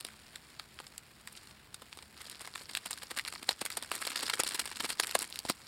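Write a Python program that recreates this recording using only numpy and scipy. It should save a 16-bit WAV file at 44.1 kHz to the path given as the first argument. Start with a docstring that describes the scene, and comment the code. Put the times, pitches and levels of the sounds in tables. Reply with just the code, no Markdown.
"""Fingers squeeze a foil sachet: its creases buckle in short noisy snaps close to a microphone.
Each snap is noise with a sharp crack, ringing the pouch, a flat facet and the stiff edge in its own mix.
Smaller creases rustle between the snaps as dense noisy ticks that ring panels of four sizes.
Behind the foil, a pan simmers on a rumbling camp fire as flickering noise bands with tiny bursts,
and narrow bands of noise make a faint wavering hum."""
import sys
import numpy as np
from scipy import signal
from scipy.io import wavfile
from scipy.ndimage import uniform_filter1d

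SR = 44100
rng = np.random.default_rng(int(sys.argv[2]) if len(sys.argv) > 2 else 0)


def int16_out(signal):
    """Quantize to a 16-bit WAV file."""
    q = np.round(np.clip(np.atleast_2d(signal).T, -1, 1) * 32767)
    wavfile.write(sys.argv[1], SR, q.astype(np.int16))


N = 250047

# clearest buckling creases: start_s, level_db (before the gain of each ringing part), length_ms,
# pouch_hz, pouch_db, edge_db (pouch and edge relative to the facet)
CLEAR_CREASES = [(0.0089, -26, 0.86, 676, -17, 0.5), (0.0494, -24, 1.4, 696, -11.5, -3),
                 (0.0672, -35, 1.2, 520, -7, 1), (0.3582, -29, 1.5, 1510, -6.5, -7.5),
                 (0.5967, -25.5, 1.13, 1390, -2.5, -7.5), (0.7891, -31.5, 1.4, 1380, -0.5, -22),
                 (0.801, -32, 1.7, 780, 3, -22), (0.8674, -39.5, 4, 915, -13, -15),
                 (0.9798, -27.5, 1.4, 1110, -27, 7), (1.2739, -30.5, 2.7, 1380, 4.5, 2.5),
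                 (1.3254, -42.5, 5.6, 820, -8, 19), (1.3726, -39.5, 5, 1040, -27, -20),
                 (1.352, -41, 2.4, 580, -17, -13), (1.4723, -39, 1.1, 900, -14, -8),
                 (1.5103, -42, 1.3, 450, -17, -16), (1.7436, -31.5, 3.1, 1310, -11, 0.5),
                 (1.819, -38.5, 5.4, 670, 2, 0), (1.928, -31, 1.4, 1150, -10.5, -11),
                 (1.9732, -33.5, 0.91, 655, 1.5, 3), (1.9882, -35, 2.4, 1170, -6, -21),
                 (2.0256, -43.5, 5.7, 810, -5, -10), (2.168, -39, 0.82, 1090, -3, -17),
                 (2.211, -41, 5.1, 1090, -10, -21), (2.255, -37, 1.4, 1060, -11, -20),
                 (2.2982, -28, 0.99, 830, -21, 4.5), (2.3477, -35, 0.64, 1040, -10, -16),
                 (2.4076, -37.5, 2.8, 1090, 1, -8), (2.4485, -32.5, 0.68, 1250, 2, -11),
                 (2.4737, -33, 3.7, 1000, 7, 4), (2.539, -33, 0.76, 1000, -7, -18),
                 (2.5547, -29, 4.4, 1360, -2, -9), (2.6106, -39, 2.7, 583, 0.5, -2),
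                 (2.6958, -34.5, 2.5, 1050, -12, -11), (2.7509, -17, 1.16, 1290, -9, -6.5),
                 (2.7716, -21.5, 2.3, 1440, -12, -6), (2.8583, -27, 3.9, 970, -6.5, 3.5),
                 (2.9083, -24.5, 2.4, 1310, 1, 9), (2.93, -31, 1.7, 920, -5, -3),
                 (2.973, -39, 8.1, 1320, 7, 5), (3.0303, -33, 6.3, 695, -5.5, 1),
                 (3.1065, -31, 10.6, 850, 2.5, 2.5), (3.1734, -26, 5.1, 1000, 0, 1),
                 (3.1879, -18, 0.88, 1720, -3, -3), (3.1953, -18.5, 0.97, 1710, 2, -8),
                 (3.25, -25.5, 1.24, 1230, -8.5, -10), (3.2763, -29.5, 10.4, 1380, -1, -1),
                 (3.3364, -35, 1.9, 850, 5, 7), (3.429, -31, 2.05, 660, -3, -1.5),
                 (3.4905, -12, 2.37, 760, -10, -11.5), (3.5078, -29, 7.5, 950, -4, -3),
                 (3.613, -25.5, 6.5, 576, 2, 0.5), (3.6532, -21.5, 1.15, 754, 4, 13.5),
                 (3.661, -22.5, 2.4, 1510, 7, 8.5), (3.7023, -27, 2.1, 1520, 11, 10),
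                 (3.7232, -44, 2.5, 920, 13, -7), (3.7709, -25, 6.5, 660, 2, 5.5),
                 (3.8248, -27.5, 2.6, 920, -6, -1), (3.915, -26.5, 6.2, 770, -1, 3.5),
                 (3.954, -23, 1.2, 750, -13, 10), (4.0247, -23.5, 0.63, 1640, 10, -15),
                 (4.0686, -23.5, 3.2, 640, 2, 6.5), (4.1051, -34, 5.5, 880, -7, -2),
                 (4.1583, -22.5, 3.2, 970, -13.5, -4), (4.192, -30, 3.8, 1150, 1, -1),
                 (4.2253, -30, 8.4, 870, 1, 0), (4.265, -29, 4.8, 1080, -15, -6),
                 (4.2965, -23, 6.3, 835, -23, -5), (4.3367, -20, 3.8, 1210, -6, -8),
                 (4.3958, -21.5, 3.1, 645, 13.5, -3), (4.3991, -22, 5.6, 920, -1, 0),
                 (4.435, -17.5, 1.7, 726, -8, 2), (4.4661, -27.5, 7, 1320, -9, -5),
                 (4.4775, -23, 1.2, 1580, -11, -14), (4.5096, -30, 1.7, 1180, -18, -11),
                 (4.5466, -28.5, 13, 784, -10, -2), (4.5952, -24.5, 8.9, 1120, -24, -0.5),
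                 (4.655, -28, 3.1, 890, -3, 3.5), (4.7246, -36, 2, 1240, -10, -7),
                 (4.758, -29, 0.6, 1150, -14, -17), (4.8029, -23.5, 7.2, 1030, -2.5, -5),
                 (4.848, -33, 16, 1150, -1, -2), (4.8927, -33, 7.4, 950, -13, -9),
                 (4.9029, -23, 2.7, 1100, -13, -5), (4.9252, -29.5, 1.3, 1000, -19, 3),
                 (4.9979, -13, 2.4, 680, -5, -8.5), (5.0345, -22, 4, 975, -10, -6),
                 (5.0707, -23.5, 1.8, 1000, -11, 5), (5.1103, -26, 3.5, 1290, -14, -1),
                 (5.1507, -12.5, 4.3, 720, 5, 2), (5.1903, -18.5, 1.1, 815, -5, 10),
                 (5.2193, -25.5, 4.2, 1170, -3, 7.5), (5.2272, -28.5, 1.8, 790, -9, 5),
                 (5.3017, -31.5, 0.35, 530, -21, 9), (5.3258, -24.5, 0.33, 1160, -19, -10),
                 (5.3578, -26.5, 1.9, 1320, -22, -1), (5.3901, -19.5, 1.3, 700, -21, -2),
                 (5.451, -26, 1.5, 400, 6, -15), (5.49, -24.5, 2.1, 1010, -17, -2),
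                 (5.4967, -17.5, 5.6, 596, 0.5, -0.5)]
# grip of the fingers, setting the base level of the small creases: time_s, level_db, brightness_db (not used)
GRIP = [(0, -53, 2), (.15, -52.5, 1.5), (1.27, -62.5, 0.5), (1.39, -53, -3), (1.51, -54, -2),
        (1.58, -66, -2), (2.12, -59, -6), (2.19, -49, -9), (2.7, -49.5, -3), (3.7, -48.5, -5),
        (4.1, -39, -1), (4.5, -41.5, -1), (5.22, -45.5, 3.5), (5.3, -51, 4), (5.5, -46, 0.5),
        (5.56, -49.5, 0.5)]


def undb(db):
    """Decibels express an amplitude ratio on a logarithmic scale; this inverts it."""
    return 10 ** (np.asarray(db) / 20)


def level(x, db):
    """Root-mean-square scaling: multiply x by the gain db over its own RMS."""
    return x * undb(db) / np.sqrt(np.mean(x ** 2))


def band(lo_hz, hi_hz, order=2):
    """Butterworth band-pass: a resonant region with a smooth, flat top."""
    return signal.butter(order, [lo_hz, min(hi_hz, .45 * SR)], "bandpass", fs=SR, output="sos")


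def fade(x, ms):
    """Exponential decay: a one-pole filter lets every impulse die away with time constant ms."""
    return signal.lfilter([1], [1, -np.exp(-1000 / (ms * SR))], x)


def walk(rate_hz):
    """Slow random modulation: levels held for 1 / rate_hz s and slewed; spread a little under 1."""
    hold = int(SR / rate_hz)
    steps = np.repeat(rng.standard_normal(N // hold + 1), hold)
    return uniform_filter1d(steps, hold)[:N]


def hum():
    """Narrow-band noise: a tone of small bandwidth wavers in amplitude and phase."""
    # low tones: centre_hz, width_hz, level_db
    tones = [(70.3, 14, -71.5), (216, 5.5, -75.5)]
    out = 0
    for hz, width_hz, db in tones:
        noise = rng.standard_normal(N)
        tone = signal.sosfilt(band(hz - width_hz / 2, hz + width_hz / 2, order=1), noise)
        out = out + level(tone, db)
    return out


def simmer(level_db=-58, bubble_hz=300, bubble_spread_db=2.9, bubble_ms=1.0, flicker_db=0.82):
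    """Filtered noise: half-octave bands flicker independently, peppered with tiny bursting bubbles."""
    # spectrum of pan and fire: frequency_hz, density_db (per Hz, relative)
    spectrum = [(30, -4), (110, 3.5), (520, -8), (1600, -8), (4500, -14), (9000, -22.5), (16000, -16.5)]
    hz, db = np.transpose(spectrum)
    bursts = rng.random(N) < bubble_hz / SR
    bubble_gain = undb(bubble_spread_db * np.minimum(rng.exponential(size=N), 4))
    bubbles = fade(bursts * bubble_gain, bubble_ms)
    out = 0
    for mid_hz in 35 * 2 ** np.arange(0, 9.5, .5):
        # bubbles stir the treble fully and the bass little
        grain = 1 + 1.09 * min(mid_hz / 2000, 1) * bubbles
        part = signal.sosfilt(band(mid_hz / 1.2, mid_hz * 1.2), grain * rng.standard_normal(N))
        density_db = np.interp(np.log(mid_hz), np.log(hz), db)
        out = out + part * undb(density_db + flicker_db * walk(6.5))
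    return level(out, level_db)


def foil_strain(creases, after_ms=7.5, before_ms=3.35):
    """Strain spreads around each long snap: it rises before the start and decays after it."""
    time_s, grip_db = np.transpose(GRIP)[:2]
    start_s, snap_db, length_ms = np.transpose(creases)[:3]
    excess_db = snap_db - np.interp(start_s, time_s, grip_db)
    strain = np.zeros(N)
    strain[(start_s * SR).astype(int)] = np.sqrt(np.clip(length_ms - .8, 0, None)) * undb(0.58 * excess_db)
    after = fade(strain, after_ms)
    around = fade(after[::-1], before_ms)[::-1]  # time reversal makes the rise
    return around / (before_ms * SR / 1000)


def rustle(creases, rate_hz=1150, spread_db=4.5, colour_db=8.0, flurry_db=2.0, idle=0.44, near_db=-7):
    """Random impulses excite panel resonances: dense small creases of uneven size and colour.

    They crowd around the long snaps, where the foil moves.
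    """
    # panels rung by small creases: low_hz, high_hz, level_db (before the grip), ring_ms
    panels = [(192, 543, -17, 2.4), (934, 2910, -4.5, 1.42), (3620, 6000, -5, 0.84),
              (6000, 12900, -6.5, 0.9)]
    large_panel_gain, firm_db = 0.2, -48  # large panels speak up by this many dB per dB of grip over firm
    time_s, level_db = np.transpose(GRIP)[:2]
    grip_db = np.interp(np.arange(N) / SR, time_s, level_db)
    strain = foil_strain(creases)
    ticks = (rng.random(N) < rate_hz / SR) * undb(spread_db * np.minimum(rng.exponential(size=N), 3.0))
    out = 0
    for lo_hz, hi_hz, part_db, ring_ms in panels:
        envelope = fade(ticks * undb(colour_db * rng.standard_normal(N)), ring_ms)
        panel = signal.sosfilt(band(lo_hz, hi_hz), envelope * rng.standard_normal(N))
        panel = level(panel, part_db)
        if lo_hz < 2000:
            panel = panel * undb(large_panel_gain * (grip_db - firm_db))
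        out = out + panel
    return out * (idle + undb(near_db) * strain) * undb(grip_db + flurry_db * walk(35))


def neighbours(scatter_db=2.5, colour_db=2.0):
    """Triggered buckling: a snap sets off a lesser one shortly after it or, less often, before it.

    Returns rows with the columns of CLEAR_CREASES.
    """
    lag_ms, over_grip_db, typical_ms, typical_hz = 11, 9, 2.93, 960
    typical_pouch_db, typical_edge_db = -9.5, -3.5
    squeeze_db = -52  # neighbours join only where the grip exceeds this
    time_s, level_db = np.transpose(GRIP)[:2]
    clear_s, clear_db = np.transpose(CLEAR_CREASES)[:2]
    chance = rng.standard_normal((len(CLEAR_CREASES), 7)).T
    side = np.where(chance[0] > -.8, 1, -1)
    start_s = clear_s + side * lag_ms / 1000 * np.exp(0.32 * chance[1])
    grip_db = np.interp(start_s, time_s, level_db)
    # always at least 3 dB below the clear crease
    size_db = np.minimum(grip_db + over_grip_db + scatter_db * chance[2], clear_db - 3)
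    length_ms = np.clip(typical_ms * np.exp(0.39 * chance[3]), .7, 12)
    pouch_hz = np.clip(typical_hz * np.exp(0.29 * chance[4]), 750, 1500)
    pouch_db = typical_pouch_db + colour_db * chance[5]
    edge_db = typical_edge_db + colour_db * chance[6]
    rows = np.transpose([start_s, size_db, length_ms, pouch_hz, pouch_db, edge_db])
    return rows[(grip_db > squeeze_db) & (start_s > 0)]


def snaps(creases, size=1536, tail_db=-24, tail_ms=2.6, grain_db=3.0, crack=8.6, knock=0.28):
    """Buckling instability: a crease cracks, slips unevenly, rings its parts and settles in faint crackle."""
    # ringing parts, in the order pouch, facet, stiff edge: level_db, ring_ms
    rings = [(-6.5, 2.27), (-8, 0.91), (-8.5, 0.71)]
    pouch_top_hz, edge_band_hz = 1970, (6600, 14700)
    # facets differ in size; a crease that leaves the pouch quiet sits on a smaller, higher one
    typical_facet_hz, facet_spread, facet_hz_per_db = 3490, 0.083, -22
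    out = np.zeros(N + size)
    ms = np.arange(size) * 1000 / SR
    for start_s, db, length_ms, pouch_hz, pouch_db, edge_db in creases:
        facet_hz = typical_facet_hz + facet_hz_per_db * pouch_db
        facet_hz = facet_hz * np.exp(facet_spread * rng.standard_normal())
        noise = rng.standard_normal((4, size))
        # the slip stutters every third of a ms
        slips = undb(grain_db * np.repeat(noise[3, :size // 16], 16))
        share = undb([pouch_db, 0, edge_db])
        share /= np.sqrt(np.sum(share ** 2))
        energy = (length_ms + 1.0) * SR / 1000
        # a slack, low pouch rings broad and deep, a taut one narrow
        pouch_band = (pouch_hz ** 2 / pouch_top_hz, min(2.04 * pouch_hz, 1.28 * pouch_top_hz))
        facet_band = (facet_hz / 1.69, facet_hz * 1.365)
        spans = [pouch_band, facet_band, edge_band_hz]
        attack = np.minimum(ms / (0.073 + 0.13 * length_ms), 1)
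        since_hold = np.clip(ms - max(length_ms - 1.2, 0), 0, None)
        crackle = undb(tail_db) * np.exp(-since_hold / tail_ms)
        at = int(start_s * SR)
        for k, (part_db, ring_ms) in enumerate(rings):
            envelope = attack * (np.exp(-since_hold / ring_ms) + crackle)
            push = envelope * slips * noise[k]
            push[4] -= crack / length_ms ** 2  # short creases give way in one sharp crack
            burst = signal.sosfilt(band(*spans[k]), push)
            if k < 2:  # pouch and facet knock at their own pitch
                pitch_hz = (pouch_hz, facet_hz)[k]
                resonance = band(pitch_hz / 1.15, pitch_hz * 1.15, order=1)
                burst = burst + knock * signal.sosfilt(resonance, burst)
            gain = share[k] * undb(db + part_db) * np.sqrt(energy / np.sum(burst ** 2))
            out[at:at + size] += burst * gain
    return out[:N]


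def early_echoes(foil, level_db=-36.5):
    """Early reflections: the pan and stones send back soft, decaying echoes within some ms."""
    lag_s = np.arange(900) / SR
    echoes = rng.standard_normal(900) * np.exp(-lag_s / 0.01) * (lag_s > .0015)
    return undb(level_db) * signal.fftconvolve(foil, echoes)[:N]


def scene():
    """Superposition: foil with its echoes, simmering pan and hum add linearly."""
    creases = np.vstack([CLEAR_CREASES, neighbours()])
    foil = snaps(creases) + rustle(creases)
    near = foil + early_echoes(foil)
    return (near + simmer() + hum())[None]


def record(dry):
    """Housing resonance colours the treble with peaks and dips; low-passes cut the top in two steps."""
    # housing colour: centre_hz, width_hz, gain_db
    housing = [(4450, 960, 3), (6160, 1050, -10), (8630, 2350, 9.5), (14500, 16100, -7.5)]
    edge_hz, top_hz = 15800, 16600
    out = dry
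    for hz, width_hz, db in housing:
        b, a = signal.iirpeak(hz, hz / width_hz, fs=SR)
        out = out + (undb(db) - 1) * signal.lfilter(b, a, out)
    edge = signal.sosfilt(signal.ellip(6, .2, 22, edge_hz, fs=SR, output="sos"), out)
    return signal.sosfilt(signal.ellip(10, .2, 80, top_hz, fs=SR, output="sos"), edge)


dry = scene()
out = record(dry)
int16_out(out)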